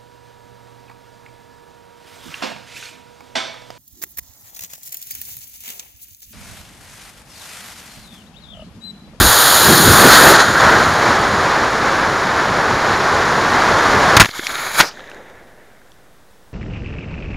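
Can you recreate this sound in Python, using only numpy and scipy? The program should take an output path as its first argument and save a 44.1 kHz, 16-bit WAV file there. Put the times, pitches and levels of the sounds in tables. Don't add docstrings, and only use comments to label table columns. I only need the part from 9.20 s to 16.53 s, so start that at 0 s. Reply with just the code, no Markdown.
import sys
import numpy as np
from scipy import signal
from scipy.fft import rfft, irfft, next_fast_len
from scipy.io import wavfile
from scipy.ndimage import map_coordinates

SR = 44100
rng = np.random.default_rng(int(sys.argv[2]) if len(sys.argv) > 2 else 0)


def nominal_scale(level):
    x = np.asarray(level, float) / 20
    return 10 ** x


def log_audio(samples):
    frames = np.atleast_2d(samples).T
    limited = np.clip(frames, -1, 1)
    pcm = np.round(limited * 32767).astype(np.int16)
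    wavfile.write(sys.argv[1], SR, pcm)


N = 323253
CLOCK_S = np.arange(N) / SR

# pitch_hz [Hz], level_db [dB per Hz]
SLIPSTREAM_COLOUR = [(180, -35), (300, -1.5), (439, -2.5), (1110, 2.5), (1700, 0), (2750, -15.5),
                     (3830, -16), (5980, -20), (6820, -29), (7920, -31), (9190, -67), (14400, -59),
                     (15600, -51)]
# pitch_hz [Hz], level_db [dB per Hz]
BUFFET_COLOUR = [(15, -40), (30, -11), (90, -1.5), (200, -1.5), (450, -3.5), (1000, -14.5), (2000, -59)]
LEAK_WIDENS_S = 5.28


def unit(x):
    return x / np.sqrt(np.mean(x ** 2) + 1e-20)


def gains(rows):
    start_s, level_db = np.transpose(rows)
    return np.interp(CLOCK_S, start_s, level_db)


def wobble(rate):
    coarse = np.arange(0, N + 32, 32)
    knots = rng.standard_normal(int(N * rate / SR) + 4)
    return np.interp(np.arange(N), coarse, map_coordinates(knots, [coarse * rate / SR]))


def filtered(x, response):
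    size = next_fast_len(len(x) + 8192)
    hz = np.fft.rfftfreq(size, 1 / SR) + 1
    return irfft(rfft(x, size) * response(hz), size)[:len(x)]


def colour(points, lo_hz=1, hi_hz=40000):
    pitch_hz, level_db = np.transpose(points)

    def response(hz):
        edges = np.sqrt((1 + (lo_hz / hz) ** 8) * (1 + (hz / hi_hz) ** 8))
        return nominal_scale(np.interp(np.log(hz), np.log(pitch_hz), level_db)) / edges
    return response


def rush(response, lump_db, eddies, span=(0, N)):
    lumps = nominal_scale(lump_db * wobble(eddies))[slice(*span)]
    noise = filtered(lumps * rng.standard_normal(len(lumps)), response)
    return np.pad(unit(noise), (span[0], N - span[1]))


def gate(start, end):
    return np.clip((CLOCK_S - start) / .004 + 1, 0, 1) * np.clip((end - CLOCK_S) / .004, 0, 1)


def fall(start, db_per_s):
    return -db_per_s * np.clip(CLOCK_S - start, 0, None)


def bumps(rows):
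    return sum(nominal_scale(db - 10 * np.abs(CLOCK_S - s) / half_s) ** 2 for s, db, half_s in rows)


def self_noise():
    floor_colour = [(12, -35), (20, -3.5), (27, -14.5), (90, -15), (479, -20.5), (1270, -25), (1460, -24),
                    (2280, -32), (10300, -37.5), (15600, -40)]
    return nominal_scale(-51.5) * rush(colour(floor_colour), .3, 15)


def airflow(buffet, stream, fins, jet):
    # pitch_hz [Hz], level_db [dB per Hz]
    shell_colour = [(2000, -8.5), (2750, -15), (3300, -8), (4200, -5), (5500, -15), (6000, -14.5),
                    (6900, -4.5), (7900, -23.5), (9000, -9.5), (10800, -9.5), (11700, -13), (12800, -11),
                    (14400, -11), (15600, -20)]
    air = buffet * rush(colour(BUFFET_COLOUR), 1.9, 25)
    air += stream * rush(colour(SLIPSTREAM_COLOUR, lo_hz=350), 0.63, 90)
    air += nominal_scale(-4.0) * fins * rush(colour(shell_colour, lo_hz=2370, hi_hz=7200), 0.96, 150)
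    gust = nominal_scale(0.37 * wobble(14))
    return gust * air + nominal_scale(1.5) * jet * rush(colour(shell_colour, lo_hz=2640), 0.8, 200)


def motor_roar(burn_db):
    roar_colour = colour(SLIPSTREAM_COLOUR, lo_hz=420, hi_hz=2150)
    return nominal_scale(-16 + burn_db) * rush(roar_colour, .6, 90, (0, 2 * SR))


def lurch():
    level = nominal_scale(-14.5 - 46 * CLOCK_S + fall(.095, 450))
    rumble_colour = colour([(10, -19.0), (30, -4.5), (80, -4.5), (200, -20), (400, -59.5)])
    return level * rush(rumble_colour, .8, 38, (0, SR))


def slaps():
    tears = [(.005, -13.5, .06, 200), (.515, -7.5, .035, 200), (.6, -15, 0.045, 248.3),
             (.71, -8.5, 0.036, 70), (.685, -8, 0.039, 220), (.855, -6.5, 0.036, 300),
             (1.055, -8.5, 0.041, 261), (1.121, -12, 0.028, 400), (1.3, -20, 0.041, 149.4),
             (1.689, -21, 0.057, 110), (2.14, -22, 0.072, 98.6)]
    band_ratio = 2.1
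    out, t = np.zeros(N + SR), np.arange(-SR // 4, SR // 4) / SR
    for start_s, level_db, half_s, eddy_hz in tears:
        swell = nominal_scale(-10 * np.abs(t) / half_s)
        band = colour(BUFFET_COLOUR, lo_hz=eddy_hz / band_ratio, hi_hz=eddy_hz * band_ratio)
        eddies = swell * filtered(rng.standard_normal(len(t)), band)
        level = nominal_scale(level_db) * np.linalg.norm(swell) / np.linalg.norm(eddies)
        out[round(start_s * SR):][:len(t)] += level * eddies
    return out[SR // 4:][:N]


def howl(sideways):
    ring = np.sqrt(nominal_scale(-17 + fall(1.5, 28.5)) ** 2 + sideways)
    hole_colour = colour([(800, -42), (1200, -8), (1450, 0), (1700, -5.0), (1900, -7.5), (2400, -43.5)])
    return ring * rush(hole_colour, 1.5, 60)


def flight():
    # start_s [s], level_db slipstream level [dB]
    airspeed = [(0, -23.5), (.4, -18.5), (.48, -12), (.62, -19), (.76, -11), (.86, -7), (.96, -10),
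                (1.07, -5), (1.17, -11), (1.215, -8.5), (1.24, -17), (1.45, -12), (2.1, -15), (3.2, -16.5),
                (4.2, -14.5), (4.96, -11)]
    # start_s [s], level_db [dB], half_s half length [s]
    turns = [
        (.945, -5.5, 0.071),
        (1.15, -10, .025),
        (1.205, -10.5, .025),
    ]
    burnout_s, stop_s, reference_db = 1.115, 4.997, -15
    swing_s, swing_period_s, swing_db, swing_damp_s = 1.504, .41, 3, .7

    since = CLOCK_S - swing_s
    swing = swing_db * np.exp(-since / swing_damp_s) * np.cos(2 * np.pi * since / swing_period_s)
    speed_db = gains(airspeed)
    flow_db = speed_db + swing * np.clip(since / swing_period_s * 4 + 2, 0, 1)
    buffet = nominal_scale(-24 + 0.86 * (flow_db - reference_db))
    hiss = nominal_scale(1.2 * (speed_db - reference_db))
    burn_db, sideways = fall(burnout_s, 330.5), bumps(turns)

    fins = np.sqrt((nominal_scale(-28.5) * hiss) ** 2
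                   + nominal_scale(-20.5 + burn_db) ** 2
                   + nominal_scale(0.5) ** 2 * sideways
                   + nominal_scale(-19 + fall(burnout_s, 13.5)) ** 2)
    jet = np.sqrt((nominal_scale(-48.5) * hiss) ** 2
                  + nominal_scale(-13 - 1.5 * CLOCK_S + burn_db) ** 2
                  + nominal_scale(-33.5 + fall(burnout_s, 23)) ** 2)
    air = airflow(buffet, nominal_scale(flow_db), fins, jet)
    return gate(0, stop_s) * (air + motor_roar(burn_db) + slaps() + lurch() + howl(sideways))


def blows(count=5):
    knocks = [
        (4.967, 7.5, .006, 0.0071, 10),
        (4.973, -8.5, 0.0055, 0.03, -7.5),
        (4.9976, 9, 0.013, 0.015, 8),
        (5.086, -26.5, .007, .015, -40),
        (5.315, -50, 0.011, .02, -29.5),
        (5.554, -21, 0.0039, .04, -40),
        (5.595, -11.5, .004, .02, -30.5),
        (5.6003, 0, 0.0051, 0.02, -9.5),
        (5.607, 1, 0.0019, 0.021, -15),
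        (5.609, -15.5, 0.015, .06, -20),
    ]
    # pitch_hz [Hz], level_db [dB per Hz]
    crash_colour = [(59, -29.5), (100, -1), (554, -7.5), (1660, 0.5), (2760, -7), (4120, -10),
                    (6150, -16.5), (6700, -11), (7440, -24.5), (11100, -23), (15600, -29)]
    first_s, gap_s, first_db, last_db, close_in = 5.015, .01, 0, -15.5, 0.33
    stems = []
    for k in range(count):
        body_db = last_db + (first_db - last_db) * close_in ** k
        stems.append((first_s + gap_s * k, body_db, .005, .017, 3.5 - 9 * k))

    t = np.arange(SR // 8) / SR
    crash, shove = np.zeros((2, N))
    for start_s, body_db, hold_s, t60_s, thud_db in knocks + stems:
        start = round(start_s * SR)
        at = slice(start, start + len(t))
        crash[at] += nominal_scale(body_db - 60 * np.clip(t - hold_s, 0, 1) / t60_s) * (1 - np.exp(-t / .0005))
        u = t / (0.51 * hold_s)
        shove[at] += nominal_scale(thud_db) * np.sin(1.9 * u) * u * np.exp(-u)
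    shove = filtered(shove, lambda hz: 1j * hz / (45 + 1j * hz))

    snap = nominal_scale(-7) * rush(colour(crash_colour, lo_hz=3000), 1.6, 440)
    body = rush(colour(crash_colour, hi_hz=3040), 1.8, 300)
    thin = filtered(body, lambda hz: 1 / np.sqrt(1 + (420 / hz) ** 2))
    return crash * (np.where(np.arange(N) < LEAK_WIDENS_S * SR, body, thin) + snap) + shove


def vent(levels_db, spectrum):
    drone, hiss, fizz = [nominal_scale(db) for db in levels_db]
    sputter, span = nominal_scale(1.3 * wobble(45)), (5 * SR, 6 * SR)
    gas = drone * rush(colour(spectrum, hi_hz=2600), 1.8, 70, span)
    gas += hiss * rush(colour(spectrum, lo_hz=2585, hi_hz=7800), 1.1, 120, span)
    gas += fizz * rush(colour(spectrum, lo_hz=8070), 1.2, 150, span)
    return sputter * gas


def charge():
    # start_s [s], level_db hiss level [dB]
    pressure = [
        (5.066, -36),
        (5.125, -40),
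        (5.15, -32.5),
        (5.198, -31.5),
        (5.206, -37.5),
        (5.24, -31.5),
        (5.53, -30),
        (5.575, -25),
        (5.598, -20.5),
    ]
    # pitch_hz [Hz], level_db [dB per Hz]
    leak_colour = [(59, -49), (100, -19.5), (615, -12), (1660, -3), (1970, -10.5), (2190, 0), (2530, -26),
                   (3330, -6), (6030, -17.5), (6990, -9.5), (7760, -25), (10900, -17), (15600, -27.5)]
    vent_colour = [(60, -17.5), (500, -9.5), (1520, 0), (2010, -7), (2310, -2.5), (2720, -16.5), (3950, -5),
                   (5730, -17), (6910, -8), (7760, -24.5), (9800, -21.5), (10700, -14), (11700, -21.5),
                   (15600, -24.5)]
    smoke_colour = [(59, -37.5), (100, -11), (363, -10), (488, -6.5), (1000, -3.5), (1370, -1),
                    (3200, -16.5), (5090, -4), (8630, -24.5), (14300, -26), (15600, -29.5)]
    leak_mix = [
        (1, 1),
        (0.5, 1),
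        (-6, 1),
    ]
    vent_mix = [
        (5, .9),
        (-0.5, 0.92),
        (-5.5, 1.8),
    ]
    puff_mix = [
        (-18.5, 170, 320),
        (-28.5, 5.5, 460),
        (-32, 150, 800),
    ]
    reference_db, puff_s, shut_s = -32, 5.628, 5.685
    over = gains(pressure) - reference_db
    leak = [reference_db + db + grows * over for db, grows in leak_mix]
    wide = [reference_db + db + grows * over for db, grows in vent_mix]
    puff = [db + fall(puff_s, sag) + fall(shut_s, shut) for db, sag, shut in puff_mix]
    start_s, bang_s = pressure[0][0], pressure[-1][0]
    gas = gate(start_s, LEAK_WIDENS_S) * vent(leak, leak_colour)
    gas += gate(LEAK_WIDENS_S, bang_s + .002) * vent(wide, vent_colour)
    return gas + gate(puff_s, 7) * vent(puff, smoke_colour)


def crackle(count=70):
    out, t = np.zeros(N), np.arange(256) / SR
    when, pitch, size = rng.random((count, 3)).T
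    for start_s, hz, db in zip(5.07 + 0.65 * when, 1300 * 3.4 ** pitch, -32 - 3.1 * np.log(size)):
        out[round(start_s * SR):][:len(t)] += nominal_scale(db - 60 * t / .006) * np.sin(2 * np.pi * hz * t)
    return out


def ticks():
    contacts = [(5.1123, 2140, -24, 9), (5.1123, 6200, -28, -7.5), (5.1387, 1280, -17, -11),
                (5.193, 350, -22, 6), (5.1953, 1620, -13.5, -6), (5.2687, 2360, -6, -4),
                (5.2687, 5600, -8, -21.5), (5.3054, 1320, -17, -1), (5.3556, 1670, -14, 4.5),
                (5.3926, 2200, -21, -15), (5.7545, 3800, -34, -5), (5.7665, 7000, -40, -4.5),
                (5.7728, 1580, -22, -14), (5.7945, 1350, -25, -2), (5.8054, 1700, -24, -2),
                (5.841, 1850, -24, -15), (5.8754, 1640, -38, 4), (5.8985, 3800, -30, -4),
                (5.8985, 8800, -33, -6), (5.9155, 2680, -23, -13), (5.9155, 1520, -26, -10),
                (5.9464, 4200, -37, 2), (5.9464, 9000, -43, -2), (6.0994, 3500, -37, -5),
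                (5.9055, 6000, -45, 2), (5.965, 1700, -38, -2), (6.6169, 1640, -40, -15),
                (6.7186, 3400, -35, -1), (6.0994, 9000, -48, 2), (7.1044, 1294, -45, -12.5)]
    out, t = np.zeros(N + SR), np.arange(SR // 40) / SR
    for start_s, low_hz, low_db, over_db in contacts:
        high_hz = 1.2 * low_hz + 1700
        for hz, db in ((low_hz, low_db), (high_hz, low_db + over_db)):
            band = colour([(1, 1), (20000, 0)], lo_hz=0.91 * hz, hi_hz=0.89 * hz)
            crack = unit(filtered(rng.standard_normal(len(t)), band))
            t60_s = 12 / hz + 0.0022
            envelope = nominal_scale(db + 2.5 - 60 * t / t60_s) * (1 - np.exp(-t / 0.00034))
            out[round(start_s * SR):][:len(t)] += envelope * (np.sin(2 * np.pi * hz * t) + 0.26 * crack)
    return out[:N]


def drain():
    # pitch_hz [Hz], level_db [dB per Hz]
    sigh_colour = [(60, -11.5), (150, -11), (550, -3), (1200, -12.5), (1750, -4), (2250, -10.5),
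                   (2500, -17), (3100, -18), (3700, -12), (4400, -24.5), (5600, -24), (7000, -22),
                   (8000, -38), (15000, -45.5)]
    drain_mix = [
        (-42, .3, 23, -58),
        (-43.5, 0.16, 19, -75),
        (-47, .07, 32, -67.5),
    ]
    drain_s, rise_s = 5.71, .06
    rise = np.clip((CLOCK_S - drain_s) / rise_s + .5, 0, 1)
    sigh, ring, thin = [rise * np.hypot(nominal_scale(db + fall(drain_s + hold_s, rate)), nominal_scale(rest_db))
                        for db, hold_s, rate, rest_db in drain_mix]
    gas = sigh * rush(colour(sigh_colour, hi_hz=1188), 1.8, 36)
    gas += ring * rush(colour(sigh_colour, lo_hz=1200, hi_hz=2500), 1.5, 37)
    return gas + thin * rush(colour(sigh_colour, lo_hz=2500), 1.5, 60)


def scene():
    capsule = self_noise() + flight() + blows() + charge() + crackle() + ticks() + drain()
    return np.tile(capsule, (2, 1))


def low_pass(x):
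    return signal.sosfilt(signal.butter(12, 15740, fs=SR, output="sos"), x)


def record(dry):
    x = dry[0] + .0039
    x = x / (1 + np.abs(x) ** 10) ** (1 / 10)
    x = filtered(x, lambda hz: (hz < 15740) / np.sqrt(1 + (hz / 15000) ** 16))
    mix = np.tile(np.clip(x, -1, 1), (2, 1))
    return low_pass(mix)


dry = scene()
out = record(dry)
log_audio(out)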